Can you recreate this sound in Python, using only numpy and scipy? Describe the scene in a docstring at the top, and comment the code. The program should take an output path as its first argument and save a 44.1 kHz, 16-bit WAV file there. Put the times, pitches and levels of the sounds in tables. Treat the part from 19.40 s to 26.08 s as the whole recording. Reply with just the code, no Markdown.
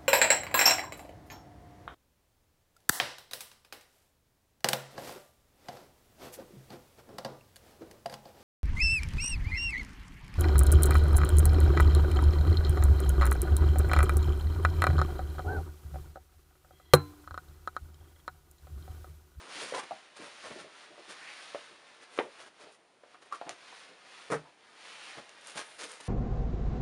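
"""A pair of soft rubber-soled shoes is handled in a small, quiet room; sleeves swish with every reach.
First the shoes are picked up, knocking and scuffing. Near 2.8 s they are clapped together with a pop:
the air inside them rings while the soles slap. They are turned over with more knocks and a sharp click.
Near 4.9 s they are set down, and the soles patter onto a table and shake its top.
Last come more rubbing, a few dull bumps and the ticks of lace toggles and fastenings."""
import sys
import numpy as np
from scipy import signal
from scipy.fft import rfft, irfft, next_fast_len
from scipy.io import wavfile

SR = 44100
rng = np.random.default_rng(int(sys.argv[2]) if len(sys.argv) > 2 else 0)


def unload_wav(signal):
    """Save mono or channel-first audio to the path in sys.argv[1] as 16-bit WAV at rate SR, clipped to [-1, 1]."""
    wavfile.write(
        sys.argv[1],
        SR,
        np.round(np.clip(np.atleast_2d(signal).T, -1, 1) * 32767).astype(np.int16),
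    )


N = 294588
TIME = np.arange(N) / SR
HIT_TIME = TIME[:SR // 2]   # half a second, long enough for one hit to die away


def from_db(db):
    """Turn decibels into a number to multiply by."""
    return 10 ** (np.asarray(db) / 20)


def rms_one(x):
    """Scale a sound so its average strength (rms) is 1."""
    return x / np.sqrt(np.mean(x ** 2) + 1e-20)


def peak_one(x):
    """Scale a sound so its biggest swing is 1."""
    return x / (np.abs(x).max() + 1e-20)


def add(out, start_s, sound):
    """Mix a sound into out, beginning at start_s."""
    at = max(0, round(start_s * SR))
    out[at:at + len(sound)] += sound[:max(0, N - at)]


def keep_band(x, kind, edge_hz, order=2):
    """Let the "low", "high" or middle ("band") pitches through."""
    return signal.sosfilt(signal.butter(order, edge_hz, kind, fs=SR, output="sos"), x)


def colour(x, spectrum, tilt_db=0):
    """Shape the tone with (pitch_hz, level_db) points; tilt_db brightens it by that much per octave."""
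    size = 2 * next_fast_len(len(x) // 2 + 2048)
    octave = np.log2(np.maximum(np.arange(size // 2 + 1) * SR / size, 10))
    hz, db = np.transpose(spectrum)
    gain = from_db(np.interp(octave, np.log2(hz), db) + tilt_db * (octave - 10))
    # these steps keep the filter from sounding before the hit (minimum phase)
    cepstrum = irfft(np.log(gain))
    cepstrum[1:size // 2] *= 2
    cepstrum[size // 2 + 1:] = 0
    return irfft(rfft(x, size) * np.exp(rfft(cepstrum)))[:len(x)]


def fade(fade_s):
    """A level that drops by 60 dB in fade_s seconds."""
    return np.exp(-np.log(1000) * HIT_TIME / fade_s)


def ring(pitch_hz, fade_s):
    """One pure tone that dies away."""
    return np.sin(2 * np.pi * pitch_hz * HIT_TIME) * fade(fade_s)


def swell(t, rise_s, fall_s):
    """A stroke gathers speed up to t = 0 and slows down again."""
    width_s = np.where(t < 0, rise_s, fall_s)
    return np.exp(-np.minimum((t / width_s) ** 2, 50))


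def slips(count, per_s, spread_db):
    """Rubbing is a stream of tiny slips of uneven size."""
    sizes = from_db(spread_db * np.minimum(rng.exponential(1, count), 4))
    return rms_one(sizes * rng.standard_normal(count) * (rng.random(count) < per_s / SR))


def contact(spectrum, fade_s, crumble, tilt_db=0):
    """A first sharp touch, then a brief crush of smaller ones."""
    force = crumble * rng.standard_normal(len(HIT_TIME)) * fade(fade_s)
    force[0] += 1
    return peak_one(colour(force, spectrum, tilt_db))


def gliding_band(noise, pitch_hz, width_hz):
    """Keep only the part of a noise that lies around a moving pitch."""
    turn = np.exp(2j * np.pi * np.cumsum(pitch_hz) / SR)
    return rms_one((keep_band(noise / turn, "low", width_hz / 2) * turn).real)


def still_air():
    """The faint, steady hush of the room."""
    # tone of the hush: pitch_hz, level_db
    hush_tone = [(25, -1.5), (80, -7.5), (160, -2.5), (350, 3.5), (700, 2.5), (1500, -5), (3000, -9.5),
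                 (6000, -18.5), (10000, -21)]
    return from_db(-65.5) * rms_one(colour(rng.standard_normal(N), hush_tone))


def room(x):
    """Sound bounces off two close surfaces, scatters off the things around and leaves a faint tail."""
    # echoes from the close surfaces: delay_s, level_db
    echoes = [(.0066, -24.5), (0.0155, -27)]
    out, count = np.zeros(N), len(HIT_TIME)
    build_up = 1 - np.exp(-(HIT_TIME / 0.0017) ** 2)
    scatter = (fade(0.18) + from_db(-14) * fade(0.2)) * build_up
    for start in range(0, N, count // 2):   # a fresh scatter each time, since the shoes move
        tail = rng.standard_normal(count) * scatter
        bounces = from_db(-6.5) * tail / np.sqrt(np.sum(tail ** 2))
        for delay_s, level_db in echoes:
            bounces[round(delay_s * SR)] += from_db(level_db)
        stretch = x[start:start + count]
        add(out, start / SR, signal.fftconvolve(stretch * np.hanning(count)[:len(stretch)], bounces))
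    return x + keep_band(out, "low", 7000, order=1)


def sleeves():
    """Fine cloth slides in a smooth hiss that swells with each reach and grows brighter with speed."""
    # reaches of an arm: fastest_s, level_db, rise_s, fall_s
    reaches = [(.17, -44.5, 0.078, 0.17), (.5, -55, 0.18, 0.22), (.84, -53.5, 0.099, 0.19),
               (1.1, -51.5, 0.22, 0.18), (1.41, -54.5, 0.12, 0.079), (2.032, -51, 0.5, 0.33),
               (2.5, -59.5, 0.13, 0.45), (2.96, -57.5, 0.11, .1), (3.27, -60.5, 0.15, 0.063),
               (3.725, -64, 0.085, 0.057), (4.03, -59.5, 0.22, .2), (4.371, -53.5, 0.23, 0.17),
               (4.81, -53.5, 0.23, 0.18), (5.08, -65.5, .07, .08), (5.27, -62.5, 0.11, .1),
               (5.5, -51.5, 0.15, 0.17), (5.68, -50, 0.11, 0.16), (6.22, -55, 0.46, .24),
               (6.68, -53.5, 0.11, .1)]
    # tone of sliding cloth: pitch_hz, level_db
    cloth_tone = [(100, -24), (250, -11.5), (600, -2.5), (1100, 0), (1800, 0.5), (2600, -1), (4300, -4),
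                  (6500, -11), (10000, -14.5)]
    # a band of hiss that glides through two long swishes: time_s, pitch_hz, relative_db
    glide_path = [(1.70, 1600, -23), (1.80, 1800, -2.5), (1.89, 2130, 2), (1.98, 2340, -11),
                  (2.2, 2700, -25), (5.40, 2440, -16), (5.53, 2500, -6.5), (5.67, 2730, -6.5),
                  (5.73, 1780, -4.5), (5.84, 1490, -28)]
    power = sum((from_db(db) * swell(TIME - s, rise, fall)) ** 2 for s, db, rise, fall in reaches)
    level_db = 10 * np.log10(power)
    speed = np.clip((level_db + 59) / 13, 0, 1)   # 0 is slow, 1 is fast
    weave = slips(N, per_s=20000, spread_db=1.0)
    slow_rub = rms_one(colour(weave, cloth_tone, tilt_db=-1.94))
    fast_rub = rms_one(colour(weave, cloth_tone))
    time_s, pitch_hz, relative_db = np.transpose(glide_path)
    glide = gliding_band(rng.standard_normal(N), np.interp(TIME, time_s, pitch_hz), width_hz=870)
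    glide *= from_db(np.interp(TIME, time_s, relative_db))
    return from_db(level_db) * ((1 - speed) * slow_rub + speed * fast_rub + glide)


def scuffs():
    """Rubber and fabric rub in coarse slips; each rub swells, then fades a little more slowly."""
    # rubs of the shoes: loudest_s, level_db (before the lift), rise_s, tilt_db (per octave)
    rubs = [ (.03, -52.5, 0.11, -2), (.222, -45.5, 0.031, 1.2), (.295, -47.5, 0.026, .5),
            (.353, -39.5, .015, -1.5), (.388, -40.5, .018, -1), (.435, -48.5, .017, -2.5),
            (.772, -52.5, 0.011, .5), (.84, -51.5, .04, -1.5), (1.058, -46, 0.024, -2.5),
            (1.118, -45, .013, -5), (1.203, -50, 0.016, -0.5), (1.707, -47.5, .019, 0),
            (2.629, -56.5, 0.017, -1), (2.775, -54, 0.057, 0), (3.012, -52, 0.026, -1),
            (3.07, -56.5, .018, -1.5), (3.218, -55, .025, -2), (3.335, -62.5, .021, 2.5),
            (3.826, -58, .011, -1), (3.862, -62.5, 0.011, -.5), (3.928, -48, 0.0055, -.5),
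            (3.952, -53, 0.016, -0.5), (4.106, -47, .01, -1.5), (4.125, -55, 0.016, -1.5),
            (4.926, -45.5, 0.011, 3), (5.782, -46.5, .015, -4), (6.014, -58, 0.0066, 5),
            (6.088, -50.5, 0.037, 1.5), (6.184, -40, .025, 0), (6.269, -53, 0.18, 11.5),
            (6.393, -47, .009, 0.5), (6.412, -43, 0.012, 0), (6.44, -42.5, 0.017, 0.7),
            (6.515, -51.5, 0.057, 1), (6.608, -50, 0.0068, 2.5), (6.66, -55, 0.042, 3.5)]
    # tone of a rubbing shoe: pitch_hz, level_db
    rub_tone = [(70, -20.5), (200, -8), (450, 4.5), (800, 1), (1300, 3), (2500, -2), (4500, -6.5),
                (7000, -10), (10000, -11.5)]
    out, lift_db = np.zeros(N), 1.5
    for loudest_s, level_db, rise_s, tilt_db in rubs:
        fall_s = 1.31 * rise_s
        t = TIME[(TIME > loudest_s - 3 * rise_s) & (TIME < loudest_s + 3 * fall_s)] - loudest_s
        grain = rms_one(colour(slips(len(t), per_s=5500, spread_db=1.3), rub_tone, tilt_db))
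        add(out, loudest_s + t[0], from_db(level_db + lift_db) * swell(t, rise_s, fall_s) * grain)
    return out


def bumps():
    """A soft, drawn-out push into a shoe that barely rings, with a deep thud beneath."""
    # dull bumps and shuffles: start_s, level_db, pitch_hz
    pushes = [(.146, -45, 355), (0.216, -36.5, 453), (0.329, -45, 262), (.51, -50.5, 270), (.791, -40, 330),
              (1.102, -39, 403), (1.156, -38.5, 445), (1.199, -48, 270), (1.24, -43, 494),
              (1.503, -48.5, 484), (1.576, -45.5, 497), (1.679, -50, 298), (2.304, -53, 280),
              (2.825, -40, 494), (3.225, -47, 470), (3.265, -48.5, 487), (4.062, -43, 312),
              (4.487, -51, 355), (5.05, -48.5, 820), (5.77, -48.5, 247), (6.153, -44, 240),
              (6.213, -43, 1290), (6.417, -44.5, 390), (6.596, -47.5, 417)]
    # tone of the thud: pitch_hz, level_db
    thud_tone = [(40, -14.5), (80, -17.5), (120, -7), (155, -3), (210, 0.5), (400, -29.5), (2000, -42.5)]
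    out, push_s = np.zeros(N), 0.041
    for start_s, level_db, pitch_hz in pushes:
        push = rng.standard_normal(len(HIT_TIME)) * np.exp(-(HIT_TIME / push_s) ** 2) + 1e-18
        body = peak_one(keep_band(push, "band", [pitch_hz / 1.38, pitch_hz * 1.356]))
        thud_db = -8.5 - 16.5 * np.log2(pitch_hz / 363)   # lower bumps thud more
        thud = from_db(thud_db) * peak_one(colour(push, thud_tone))
        add(out, start_s, from_db(level_db) * (body + thud))
    return out


def ticks():
    """Hard little lace toggles and fastenings click without ringing."""
    # clicks: start_s, level_db, tilt_db (per octave)
    clicks = [(0.288, -38, 0), (2.7774, -31, -12), (4.0936, -18.5, -7), (5.894, -34, -7.5), (6.072, -22, 3),
              (6.518, -22, 3)]
    # tone of a click: pitch_hz, level_db
    click_tone = [(200, -36), (600, -1), (1500, 10), (4000, 12), (7000, 20), (10000, 19.5)]
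    out = np.zeros(N)
    for start_s, level_db, tilt_db in clicks:
        click = contact(click_tone, fade_s=0.0035, crumble=0.18, tilt_db=tilt_db)
        add(out, start_s, from_db(level_db) * click)
    return out


def table_top():
    """The shaken table top hums with several low tones, in a new mix each time."""
    # tones of the top: pitch_hz, level_db, fade_s
    tones = [(79.5, -12, 0.33), (132.6, -12, 0.27), (154.4, 0.5, 0.21), (189, -3, 0.2), (282.5, -8, 0.28),
             (335, -6, 0.098), (457, -3, 0.12), (485.5, -15, 0.071), (748, 4, 0.056)]
    hum = sum(from_db(db + rng.normal(0, 2.7)) * ring(hz, fade_s) for hz, db, fade_s in tones)
    build_up = 1 - np.exp(-HIT_TIME / 0.0042)   # the heavy top takes a moment to move
    return peak_one(hum * build_up)


def patter():
    """Four ridges of a sole touch down in turn, each more softly than the last."""
    # tone of rubber hitting the table: pitch_hz, level_db
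    rubber_tone = [(60, -34), (200, -1), (450, 4), (700, -1), (1250, 1), (1900, -5.5), (2600, -18),
                   (4500, -23), (7000, -22), (10000, -26)]
    gap_s, loss_db = 0.0066, 4
    out = np.zeros(N)
    for ridge in range(4):
        sole = from_db(3.5) * ring(pitch_hz=452, fade_s=0.032)
        tap = contact(rubber_tone, fade_s=0.061, crumble=0.52)
        add(out, gap_s * (ridge + rng.normal(0, 0.046)), from_db(-loss_db * ridge) * (sole + tap))
    return out[:len(HIT_TIME)]


def landings():
    """Each part of a sole that lands patters on the table top and shakes it."""
    # touchdowns: start_s, level_db, shake_db (compared with a usual shake)
    touchdowns = [(4.901, -31, -9), (4.9104, -31.5, -6), (4.917, -26.5, 4), (4.9421, -27.5, -3),
                  (4.969, -43, -8)]
    out, usual_shake_db = np.zeros(N), -8.5
    for start_s, level_db, shake_db in touchdowns:
        shake = from_db(usual_shake_db + shake_db) * table_top()
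        add(out, start_s, from_db(level_db) * (patter() + shake))
    return keep_band(out, "high", 100)   # a flat board gives off little deep bass


def knock(level_db, pitch_hz, contact_s, slap_db):
    """The air in a struck shoe rings briefly, with a weak higher tone, while the sole slaps."""
    # tone of a slapping sole: pitch_hz, level_db
    slap_tone = [(100, -48), (200, -5), (300, -8), (600, 5), (1100, -0.5), (2000, -4.5), (3800, -12),
                 (6000, -25), (10000, -34.5)]
    # a shorter, firmer contact stops the ringing sooner and slaps brighter
    firmness = (0.0016 / contact_s) ** 0.29
    fade_s = 0.03 / firmness
    air = ring(pitch_hz, fade_s) + from_db(-22.5) * ring(pitch_hz * 1.7, fade_s)
    extra_octaves = 0.03 * max(level_db + 30, 0)   # hits above -30 dB are brighter still
    top_hz = min(1400 * firmness * 2 ** extra_octaves, SR / 3)
    slap = keep_band(contact(slap_tone, fade_s=0.038, crumble=0.35), "low", top_hz)
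    press = 1 - np.exp(-HIT_TIME / contact_s)
    return from_db(level_db) * (peak_one(air * press) + from_db(slap_db) * peak_one(slap * press))


def knocks():
    """The hollow shoes knock; each time the sole bounces and touches again, higher and less sharply."""
    # hits: start_s, level_db, pitch_hz, contact_s, slap_db, bounce_db (last two relative to level_db)
    hits = [ (0.3228, -27, 523, 0.00063, -13, -14), (0.3365, -31.5, 468, 0.00079, -2, 0.5),
            (.345, -37, 984, .002, -10, -19), (0.363, -34.5, 1035, 0.0028, -13, -20),
            (0.378, -33, 853, .002, -1, -6), (0.5089, -26.5, 679, 0.00097, -10, -5),
            (2.147, -24, 545, 0.00023, -9, -6), (2.7772, -33, 520, 0.00024, -4, -10),
            (2.7878, -15, 453, 0.00036, -2.5, -14), (2.7965, -24, 800, .0012, -2, -10),
            (2.8077, -29, 440, 0.00067, -1, -6), (2.823, -35, 453, 0.0046, -16, -16),
            (3.635, -46, 530, 0.00054, -1, -14), (3.66, -52, 530, .001, -5, -12),
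            (3.745, -45, 1230, 0.000073, -1, -6), (3.9135, -47, 1140, 0.0013, -12, -3),
            (3.9241, -26.5, 1171, 0.0011, -12.5, -8.5), (3.941, -38, 1123, 0.0015, -14, -13),
            (4.0137, -27, 715, 0.00013, -12.5, -9), (4.0647, -49, 605, 0.002, 10, -2),
            (4.0757, -38.5, 760, 0.00044, -2.5, -0.5), (4.087, -41, 626, 0.00098, -4.5, 3),
            (4.325, -46, 950, .0025, -2, -10), (4.923, -28.5, 1146, 0.00099, 8, -9),
            (4.9308, -29.5, 733, 0.00088, -5, -2), (6.6014, -47.5, 920, 0.000089, 5.5, -9)]
    out, bounce_s = np.zeros(N), 0.0075
    for start_s, level_db, pitch_hz, contact_s, slap_db, bounce_db in hits:
        add(out, start_s, knock(level_db, pitch_hz, contact_s, slap_db))
        bounce = knock(level_db + bounce_db, pitch_hz * 1.16, contact_s * 1.8, slap_db)
        add(out, start_s + bounce_s, bounce)
    return keep_band(out, "high", 245)   # a small body gives off little bass


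def scene():
    """All the handling sounds echo in the room, over still air."""
    handling = knocks() + landings() + bumps() + ticks() + scuffs() + sleeves()
    return (still_air() + room(handling))[None]


def record(dry):
    """A small microphone: thin bass, a dip in the treble and a steep cut of the highest pitches."""
    # tone of the microphone: pitch_hz, level_db
    microphone_tone = [(20, -6), (7000, 3), (7600, 1.5), (7900, -4.5), (8400, 4), (9600, 5.5),
                       (10400, -1.5), (11000, -10), (11600, -21)]
    sound = keep_band(colour(dry[0], microphone_tone), "high", 70)
    top_cut = signal.ellip(10, 0.2, 70, 11550, fs=SR, output="sos")
    return signal.sosfilt(top_cut, sound)[None]


dry = scene()
out = record(dry)
unload_wav(out)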